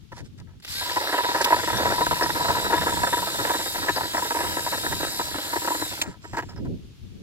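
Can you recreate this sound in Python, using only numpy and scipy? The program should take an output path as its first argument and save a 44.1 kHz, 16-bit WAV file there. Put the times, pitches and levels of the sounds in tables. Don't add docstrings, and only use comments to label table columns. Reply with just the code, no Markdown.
import sys
import numpy as np
from scipy import signal
from scipy.fft import rfft, irfft, next_fast_len
from scipy.io import wavfile
from scipy.ndimage import uniform_filter1d, map_coordinates

SR = 44100
rng = np.random.default_rng(int(sys.argv[2]) if len(sys.argv) > 2 else 0)


def dump_mix(stems):
    frames = np.atleast_2d(stems).T
    limited = np.clip(frames, -1, 1)
    pcm = np.round(limited * 32767).astype(np.int16)
    wavfile.write(sys.argv[1], SR, pcm)


N = 318402

# (frequency [Hz], spectral density [dB])
SCRUB_SPECTRUM = [(410, -45), (700, -6), (2010, -6), (2830, -2), (3570, -1), (5020, -5.5), (6860, -9.5),
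                  (8340, -15.5), (12000, -15), (15800, -24)]
# (time [s], level [dB])
SCRUB_LEVEL = [(0, -62.5), (.6, -65), (6.3, -59.5), (7.22, -59)]
# (frequency [Hz], spectral density [dB])
BUFFET_SPECTRUM = [(15, -18), (40, -11), (90, -1.5), (200, -11), (400, -23.5), (700, -44), (1500, -82)]
# (time [s], level [dB])
BUFFET_LEVEL = [(0, -50.5), (.19, -49), (.21, -38.5), (.27, -45), (.3, -47.5), (1.2, -53), (1.85, -39.5),
                (2.2, -42), (2.7, -40), (3.4, -45), (4.4, -46.5), (4.9, -41), (5.5, -51.5), (6.04, -50),
                (6.09, -35.5), (6.15, -48.5), (6.58, -43), (6.62, -35), (6.74, -38), (6.87, -46.5),
                (7.09, -47), (7.16, -42)]

# (time [s], level [dB], frequency [Hz])
PINGS = [(1.7704, -18.5, 5560), (2.23, -13, 5280), (3.0727, -23, 5100), (3.8857, -9, 1770),
         (3.9613, -15, 4870), (4.172, -23, 5160), (6.4931, -33.5, 5200), (6.5605, -42, 5300),
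         (6.5774, -39.5, 5130)]
# (start [s], peak level [dB], length [ms])
RASPS = [(.122, -55, 75), (.168, -48, 47), (.244, -55, 33), (.378, -54, 16), (.4, -48, 7.9), (.6, -55, 9.8),
         (1.412, -23.5, 16), (6.05, -50, 88), (6.225, -51.5, 200), (6.335, -57, 28), (6.367, -43.5, 41),
         (6.41, -56.5, 130), (6.65, -56, 7.7)]
# (frequency [Hz], spectral density [dB])
RASP_SPECTRUM = [(240, -28), (400, -14), (2070, -7.5), (2820, -10.5), (3610, -10), (5060, -6.5),
                 (6180, -12), (7670, -11), (15800, -36.5)]
# (start [s], peak level [dB], length [ms])
CLACKS = [(.648, -34, 8.4), (1.444, -16, 11), (6.015, -18.5, 10.6), (6.028, -35, 16)]
# (frequency [Hz], spectral density [dB])
CLACK_SPECTRUM = [(300, -16.5), (1500, -10.5), (2800, -4.5), (4000, -5), (7600, -17), (15800, -22)]
# (frequency [Hz], bandwidth [Hz], gain [dB])
BIT_MODES = [(6600, 120, -6.5), (7430, 80, 1.5), (7600, 80, -2)]

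# (frequency [Hz], spectral density [dB])
MOTOR_SPECTRUM = [(1180, -16), (2000, -5), (2340, -7.5), (2660, -5), (3300, -4.5), (3630, -2.5),
                  (3890, -1.5), (5180, -2.5), (6260, -12), (7450, -3.5), (9240, -13.5), (10400, -9),
                  (11400, -11), (12400, -8), (15800, -24)]
# (time [s], gain [dB])
MOTOR_TREBLE = [(.66, -21), (.69, -4.5), (1.3, -6.5), (1.7, -2), (3.7, 5.5), (3.85, -1), (4.1, 0.5),
                (4.18, 4.5), (5.15, 6.5), (5.4, 0), (5.5, 5.5), (5.8, 6), (6.02, 0.5)]
# (time [s], frequency [Hz], level [dB])
GEAR_MESH = [(.73, 3920, -46), (.765, 3920, -36), (.86, 3920, -39), (.95, 3900, -49), (1.26, 3770, -44),
             (1.36, 3850, -43), (1.6, 3604, -54), (1.8, 3680, -46), (2.06, 3795, -40), (2.22, 3900, -52),
             (2.4, 3895, -50), (2.54, 3770, -42), (2.66, 3825, -41), (2.72, 3735, -43), (3.05, 3780, -50),
             (3.3, 3722, -46), (3.82, 3815, -43), (4.14, 3976, -42), (4.21, 3800, -60), (4.26, 3700, -44),
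             (4.34, 3850, -45), (4.7, 3850, -43), (4.88, 3775, -42), (5.1, 3850, -42), (5.36, 4023, -43),
             (5.58, 4048, -53), (5.65, 3930, -47), (5.76, 3990, -50), (5.84, 4025, -39), (5.95, 4025, -46)]
# (time [s], lower level [dB], upper level [dB])
GEAR_SIDEBANDS = [(.9, -60, -60), (1.1, -50, -44), (1.4, -52, -52), (1.8, -42, -49), (2.05, -52, -43),
                  (2.25, -54, -54), (2.45, -47, -41), (2.66, -50, -42), (2.74, -52, -52), (3.2, -45, -45),
                  (3.6, -49, -46), (3.85, -58, -56), (4.6, -54, -56), (4.95, -58, -45), (5.2, -60, -58)]
# (multiple of the mesh frequency [1], level against the full-speed mesh tone [dB])
GEAR_ORDERS = [(5 / 12, -8)]

# (frequency [Hz], bandwidth [Hz], gain [dB])
SHELL_MODES = [(310.6, 42, -1), (458, 172, 1), (681, 410, 1.5), (815, 133, 4), (1282, 50, -1),
               (1685, 162, 1), (1900, 202, -2.5), (3030, 80, -15.5)]
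# (time [s], level [dB])
GRIND_LEVEL = [(.81, -37.5), (1.15, -34.5), (2.75, -35), (3.3, -37), (4.6, -35.5), (5.8, -37.5),
               (6.17, -53)]
# (start [s], peak level [dB], length [ms])
CATCHES = [(0.118,-32.5,14),(.166,-39.5,51),(.388,-48,32),(.47,-51,84),(.809,-33,24),(.855,-37,42),
           (.891,-25,23),(0.958,-17,25),(1,-23.5,51),(1.064,-24.5,60),(1.126,-16.5,33),(1.177,-17,31),(1.234,-17.5,23),
           (1.284,-22,40),(1.34,-19.5,50),(1.402,-15,22),(1.446,-20.5,46),(1.505,-13.5,13),(1.521,-12.5,25),
           (1.56,-22,50),(1.634,-20,10),(1.672,-17.5,48),(1.728,-23,80),(1.781,-20.5,63),(1.849,-15,40),
           (1.901,-18.5,46),(1.955,-23.5,16),(1.977,-27,38),(2.005,-13,24),(2.063,-14,12),(2.11,-17,23),
           (2.155,-25.5,33),(2.209,-17.5,52),(2.291,-20,19),(2.348,-19,42),(2.396,-27,99),(2.443,-22,23),
           (2.485,-16,45),(2.547,-24,73),(2.642,-22,30),(2.7,-15,20),(2.723,-16.5,56),(2.811,-17,30),
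           (2.859,-17.5,47),(2.921,-18.5,17.5),(2.959,-23.5,54),(3.03,-14,18),(3.066,-19,28),(3.123,-15,21),(3.167,-24,30),
           (3.219,-21,19),(3.267,-20.5,24),(3.341,-26.5,30),(3.382,-22,47),(3.435,-23.5,65),(3.491,-18,28),
           (3.534,-18.5,36),(3.59,-25,41),(3.655,-28,21),(3.744,-23,48),(3.817,-22.5,35),(3.858,-24,20),(3.88,-15.5,25),
           (3.958,-18,30),(4.006,-21,12),(4.03,-24.5,25),(4.135,-22,43),(4.168,-20.5,38),(4.219,-24.5,18),
           (4.247,-23,26),(4.304,-17.5,19),(4.344,-20,30),(4.386,-20.5,54),(4.442,-30,110),
           (4.569,-24,23),(4.663,-22.5,21),(4.719,-19.5,35),(4.775,-22.5,12),(4.833,-23.5,42),
           (4.912,-22.5,21),(4.998,-25.5,32),(5.029,-27,29),(5.068,-30.5,16),(5.19,-18,21),
           (5.311,-25.5,11),(5.342,-20.5,23),(5.381,-18.5,18),(5.523,-21,19),(5.556,-18,19),(5.618,-23,16),
           (5.643,-23,19),(5.673,-17.5,15),(5.699,-27,28),(5.745,-24.5,13),(5.813,-23.5,15),
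           (5.91,-32.5,32),(5.974,-31.5,21),(6.012,-34.5,78),(6.139,-41.5,9),(6.241,-33,17),(6.332,-27.5,30),(6.368,-20,39),
           (6.422,-30,20.3),(6.488,-36,42),(6.558,-39,40),(6.648,-38.5,22)]
# (time of peak [s], peak level [dB], build-up [ms])
KNOCKS = [(0.131, -34, 2.3), (0.183, -47, 9.2), (0.817, -27, 4.1), (0.863, -27.5, 9.1), (0.9, -27, 6.9),
          (0.919, -24.5, 14), (0.973, -12.5, 6.5), (1.149, -15.5, 4.7), (1.195, -25.5, 11),
          (1.209, -16.5, 5), (1.268, -19, 5.7), (1.319, -20.5, 3.4), (1.411, -15, 4.2), (1.462, -19, 5.9),
          (1.49, -22, 16), (1.532, -8, 9), (1.676, -21.5, 1.4), (1.788, -29, 4), (1.817, -23, 11),
          (1.984, -20, 3.7), (2.022, -11, 6.6), (2.071, -20.5, 3.3), (2.131, -18.5, 5.9),
          (2.199, -20.5, 5.4), (2.238, -19, 3), (2.262, -17.5, 2.8), (2.363, -26.5, 5.3),
          (2.411, -16.5, 4.7), (2.46, -14.5, 6.2), (2.506, -15.5, 6.9), (2.553, -20.5, 4.4), (2.57, -16, 4),
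          (2.702, -18, 6.9), (2.734, -11, 6), (2.763, -21, 6.3), (2.783, -19, 9.4), (2.869, -15.5, 1.8),
          (2.93, -22, 4.5), (2.974, -19, 2.4), (3.02, -20.5, 4.2), (3.041, -20, 4.4), (3.079, -24.5, 7.6),
          (3.139, -19.5, 4), (3.185, -25.5, 9.7), (3.228, -27, 4.3), (3.507, -17, 3.2), (3.548, -21.5, 3.1),
          (3.893, -16, 2.9), (3.978, -23, 9.7), (4.014, -26, 13), (4.144, -24.5, 4.8), (4.182, -20.5, 3.7),
          (4.229, -22.5, 9.8), (4.312, -17.5, 3.5), (4.353, -19.5, 7), (4.371, -20, 1.8), (4.397, -23, 5.1),
          (4.42, -26.5, 5.7), (4.466, -23.5, 10), (4.591, -26, 8.5), (4.675, -27.5, 4.2), (4.732, -26, 11),
          (5.216, -22, 6.4), (5.536, -25, 2.5), (5.571, -20.5, 10), (5.682, -20.5, 3.3), (5.707, -22, 4.7),
          (5.723, -19, 9.8), (5.825, -19.5, 3.3), (6.039, -35, 7.9), (6.256, -35.5, 1.6),
          (6.348, -35.0, 11), (6.376, -22.5, 3.2), (6.395, -24, 2.3)]

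# (frequency [Hz], phase [rad])
PORT_LEAD = [(20, 2.5), (300, -0.2), (1000, -1.03), (2840, -2.5), (4400, -2), (7000, -3.5), (10000, -5),
             (13000, -5.5), (16000, -6)]
# (frequency [Hz], coherence [1])
PORT_COHERENCE = [(200, 0.85), (600, 0.99), (1400, 0.9), (2800, 0.89), (5600, 0.42), (10000, 0.14),
                  (15000, 0.49)]
# (frequency [Hz], level difference [dB])
PORT_TILT = [(200, 3), (700, -0.5), (2400, 1.5), (5000, -0.5), (9000, -1), (15000, -3.5)]

STILL_S, SPIN_UP_S, KNEE = .6, .146, 7
TRIGGER_S, ENGAGE_S, RELEASE_S, BRAKE_S = .625, .678, 5.825, 6.02
COAST_PER_S = 1.2
HISS_DB, SINK_DB_PER_S = -29.5, 0.9855
HISS_GROWS, TONE_GROWS = 0.79, 2
RING_HZ, RING_WIDTH_HZ, RING_T60_S, RING_SPREAD = 965.5, 49, 0.068, 0.015
THUD_DB, THUD_DB_PER_MS = 32.5, 1.5
LIFT_MS, LIFT_DEPTH = 16, 0.3
BOOM_DB_PER_S = 1
TOP_HZ = 15800
TIME = np.arange(N) / SR


def amp(db):
    return 10 ** (np.asarray(db) / 20)


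def unit(x):
    return x / np.sqrt(np.mean(x ** 2) + 1e-20)


def along(points, hz):
    f, v = np.transpose(points)
    return np.interp(np.log(hz + 1), np.log(f + 1), v)


def curves(rows):
    s, *cols = np.transpose(rows)
    return [np.interp(TIME, s, c) for c in cols]


def gate(start, stop, fade):
    return np.clip(np.minimum(TIME - start, stop - TIME) / fade + 1, 0, 1)


def wobble(rate):
    return map_coordinates(rng.standard_normal(int(N * rate / SR) + 4), [np.arange(N) * rate / SR])


def filtered(x, response):
    m = next_fast_len(N + SR // 2)
    return irfft(rfft(x, m) * response(np.fft.rfftfreq(m, 1 / SR)), m)[..., :N]


def noise(spectrum):
    return unit(filtered(rng.standard_normal(N), lambda hz: amp(along(spectrum, hz))))


def modes(table):
    return lambda f: sum((-1) ** k * amp(db) * 1j * f * width / (hz * hz - f * f + 1j * f * width)
                         for k, (hz, width, db) in enumerate(table))


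def smeared(x, change, bins, frames):
    spectrum = signal.stft(x, nperseg=256)[2]
    field = rng.standard_normal(spectrum.shape) + 1j * rng.standard_normal(spectrum.shape)
    field = uniform_filter1d(uniform_filter1d(field, bins, axis=0), frames, axis=1)
    return signal.istft(spectrum * change(field / field.real.std()), nperseg=256)[1][:N]


def swells(rows, rise):
    out, ms = np.zeros(N + SR), np.arange(-SR // 50, SR // 6) / SR * 1000
    for s, db, length in rows:
        past_peak = ms - rise * length
        rising = past_peak < 0
        u = abs(past_peak) / np.maximum(np.where(rising, rise, 1 - rise) * length, .3)
        drop_db = np.where(rising, 1.3 * u + 3 * u ** 12, 4.7 * u + 4.5 * u ** 5)
        out[round(s * SR) - SR // 50:][:len(ms)] += amp(db - drop_db)
    return out[:N]


def scrub():
    return amp(curves(SCRUB_LEVEL)[0]) * np.array([noise(SCRUB_SPECTRUM), noise(SCRUB_SPECTRUM)])


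def wind():
    level_db = curves(BUFFET_LEVEL)[0]
    lumps = amp(1.3 * wobble(9) + np.array([4.0 * wobble(24) + 0.57 * wobble(2.98) for _ in "LR"]))
    rumble = np.array([noise(BUFFET_SPECTRUM), noise(BUFFET_SPECTRUM)])
    flap = filtered(rumble, lambda f: 1 / (1 + (230 / (f + 1)) ** 4))
    gust = rumble + flap * (amp(1.1 * (level_db + 48.5)) - 1)
    return amp(level_db + [[4], [2.5]]) * unit(lumps) * gust


def pings():
    out, t = np.zeros(N + SR), np.arange(SR // 20) / SR
    for s, db, hz in PINGS:
        envelope = amp(db - 4.5 - 60 * t / 0.065) * (1 - np.exp(-t / 0.00079))
        roughness = 1 + 0.53 * np.repeat(rng.standard_normal(len(t)), 30)[:len(t)]
        out[round(s * SR):][:len(t)] += envelope * roughness * np.sin(2 * np.pi * hz * t)
    return out[:N]


def rasps_and_clacks():
    rasp = swells(RASPS, rise=.47) * amp(2.5 * wobble(450))
    clack = swells(CLACKS, rise=.33)
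    bursts = rasp * noise(RASP_SPECTRUM) + clack * noise(CLACK_SPECTRUM)
    bit_force = amp(13.5) * (rasp + clack) * gate(BRAKE_S, 8, 0.0096) * rng.standard_normal(N)
    return bursts + filtered(bit_force, modes(BIT_MODES))


def throttle():
    ramp = np.maximum(TIME - STILL_S, 1e-3) / SPIN_UP_S
    coast = np.clip(1 - COAST_PER_S * (TIME - RELEASE_S), .1, 1)
    return (1 + ramp ** -KNEE) ** (-1 / KNEE) * coast


def motor():
    mesh_cycles = np.cumsum(curves(GEAR_MESH)[0] * throttle()) / SR
    level_db = HISS_DB - SINK_DB_PER_S * (TIME - TRIGGER_S) + HISS_GROWS * 20 * np.log10(throttle())
    level_db -= 6 * (TIME < ENGAGE_S)
    throb = 1 + .2 * np.sin(2 * np.pi * mesh_cycles / 12) + .12 * np.sin(2 * np.pi * mesh_cycles / 53)
    air = noise(MOTOR_SPECTRUM) * throb * amp(0.41 * wobble(300))
    air = unit(smeared(air, lambda field: amp(2.17 * field.real), bins=4, frames=27))
    treble = filtered(air, lambda f: (.5 + .5 / (1 + (f / 9000) ** 8)) / (1 + (6400 / (f + 1)) ** 8))
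    hiss = air + (amp(curves(MOTOR_TREBLE)[0]) - 1) * treble
    return amp(level_db) * hiss * gate(TRIGGER_S, BRAKE_S, .004)


def gears():
    mesh_hz, mesh_db = curves(GEAR_MESH)
    speed_db = TONE_GROWS * 20 * np.log10(throttle())
    lower_db, upper_db = curves(GEAR_SIDEBANDS)
    load_db = (lower_db + upper_db) / 2
    jitter = 1 + .0025 * wobble(45) + .002 * wobble(11)
    phase = 2 * np.pi * np.cumsum(mesh_hz * throttle() * jitter) / SR
    partials = [(1, mesh_db + speed_db),
                (20 / 21, lower_db), (22 / 21, upper_db), (2, load_db - 3)]
    partials += [(k, mesh_db + db) for k, db in GEAR_ORDERS]
    chatter = amp(load_db + 4.5 + 3.4 * wobble(6.4)) * wobble(420) * np.sin(0.96 * phase)
    whine = sum(amp(db + speed_db + 5 + 3 * wobble(16)) * np.sin(k * phase) for k, db in partials)
    return gate(ENGAGE_S, BRAKE_S, .01) * (chatter + whine)


def scraping():
    slips = unit(rng.standard_normal(N) * amp(4 * wobble(700) + 1.5 * wobble(120)))
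    grind = amp(curves(GRIND_LEVEL)[0] + 10 + 2.1 * wobble(38))
    grind *= gate(GRIND_LEVEL[0][0], GRIND_LEVEL[-1][0], 0.0035)
    contact, n = np.ones(N), round(LIFT_MS * SR / 1000)
    for s, *_ in CATCHES:
        contact[round(s * SR) - n:round(s * SR)] = 1 - LIFT_DEPTH * np.hanning(2 * n)[:n]
    return slips * contact * (grind + amp(7) * swells(CATCHES, rise=.19))


def knocks():
    note, impulses, t = np.zeros(N + SR), np.zeros(N), np.arange(-SR // 50, SR // 10) / SR
    for (s, db, ms), (detune, phase) in zip(KNOCKS, rng.standard_normal((len(KNOCKS), 2))):
        rise = np.cos(np.pi / 2 * np.clip(-t * 1000 / ms, 0, 1)) ** 2
        decay = amp(db - 60 * np.maximum(t, 0) / RING_T60_S)
        ring = np.sin(2 * np.pi * RING_HZ * (1 + RING_SPREAD * detune) * t + 9 * phase)
        note[round(s * SR) - SR // 50:][:len(t)] += rise * decay * ring
        impulses[round((s - .7 * ms / 1000) * SR)] = amp(db + THUD_DB - THUD_DB_PER_MS * ms) * np.sign(phase)
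    rattle = amp(2.2 * wobble(160) - 1.0)
    return note[:N] * rattle, impulses


def bucket():
    friction = scraping()
    note, impulses = knocks()
    for s, db, _ in CATCHES:
        impulses[round((s + .003) * SR)] += amp(db + 22.0 + rng.normal(0, 2.6))
    force = friction + impulses
    shell = filtered(force, modes(SHELL_MODES))
    boom = filtered((amp(BOOM_DB_PER_S * TIME) - 1) * force, modes(SHELL_MODES[:1]))
    rubbed_note = filtered(friction, modes([(RING_HZ, RING_WIDTH_HZ, 6.5)]))
    return note + shell + boom + rubbed_note


def ports(contacts, hiss_pair, tones):
    def split(hz):
        angle = np.arccos(along(PORT_COHERENCE, hz)) / 2
        return np.array([np.cos(angle), np.sin(angle)])

    def lead_and_tilt(hz):
        left = np.exp(1j * along(PORT_LEAD, hz) / 2) * amp(along(PORT_TILT, hz) / 2)
        return np.array([left, 1 / left])

    scattered = smeared(contacts, lambda field: field / abs(field), bins=8, frames=40)
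    direct, reflected = filtered(hiss_pair + np.array([contacts, scattered]), split)
    return filtered(tones + np.array([direct + reflected, direct - reflected]), lead_and_tilt)


def scene():
    contacts = bucket() + pings() + rasps_and_clacks()
    drilling = ports(contacts, np.array([motor(), motor()]), gears())
    return drilling + wind() + scrub()


def record(dry):
    return filtered(dry, lambda hz: hz < TOP_HZ)


dry = scene()
out = record(dry)
dump_mix(out)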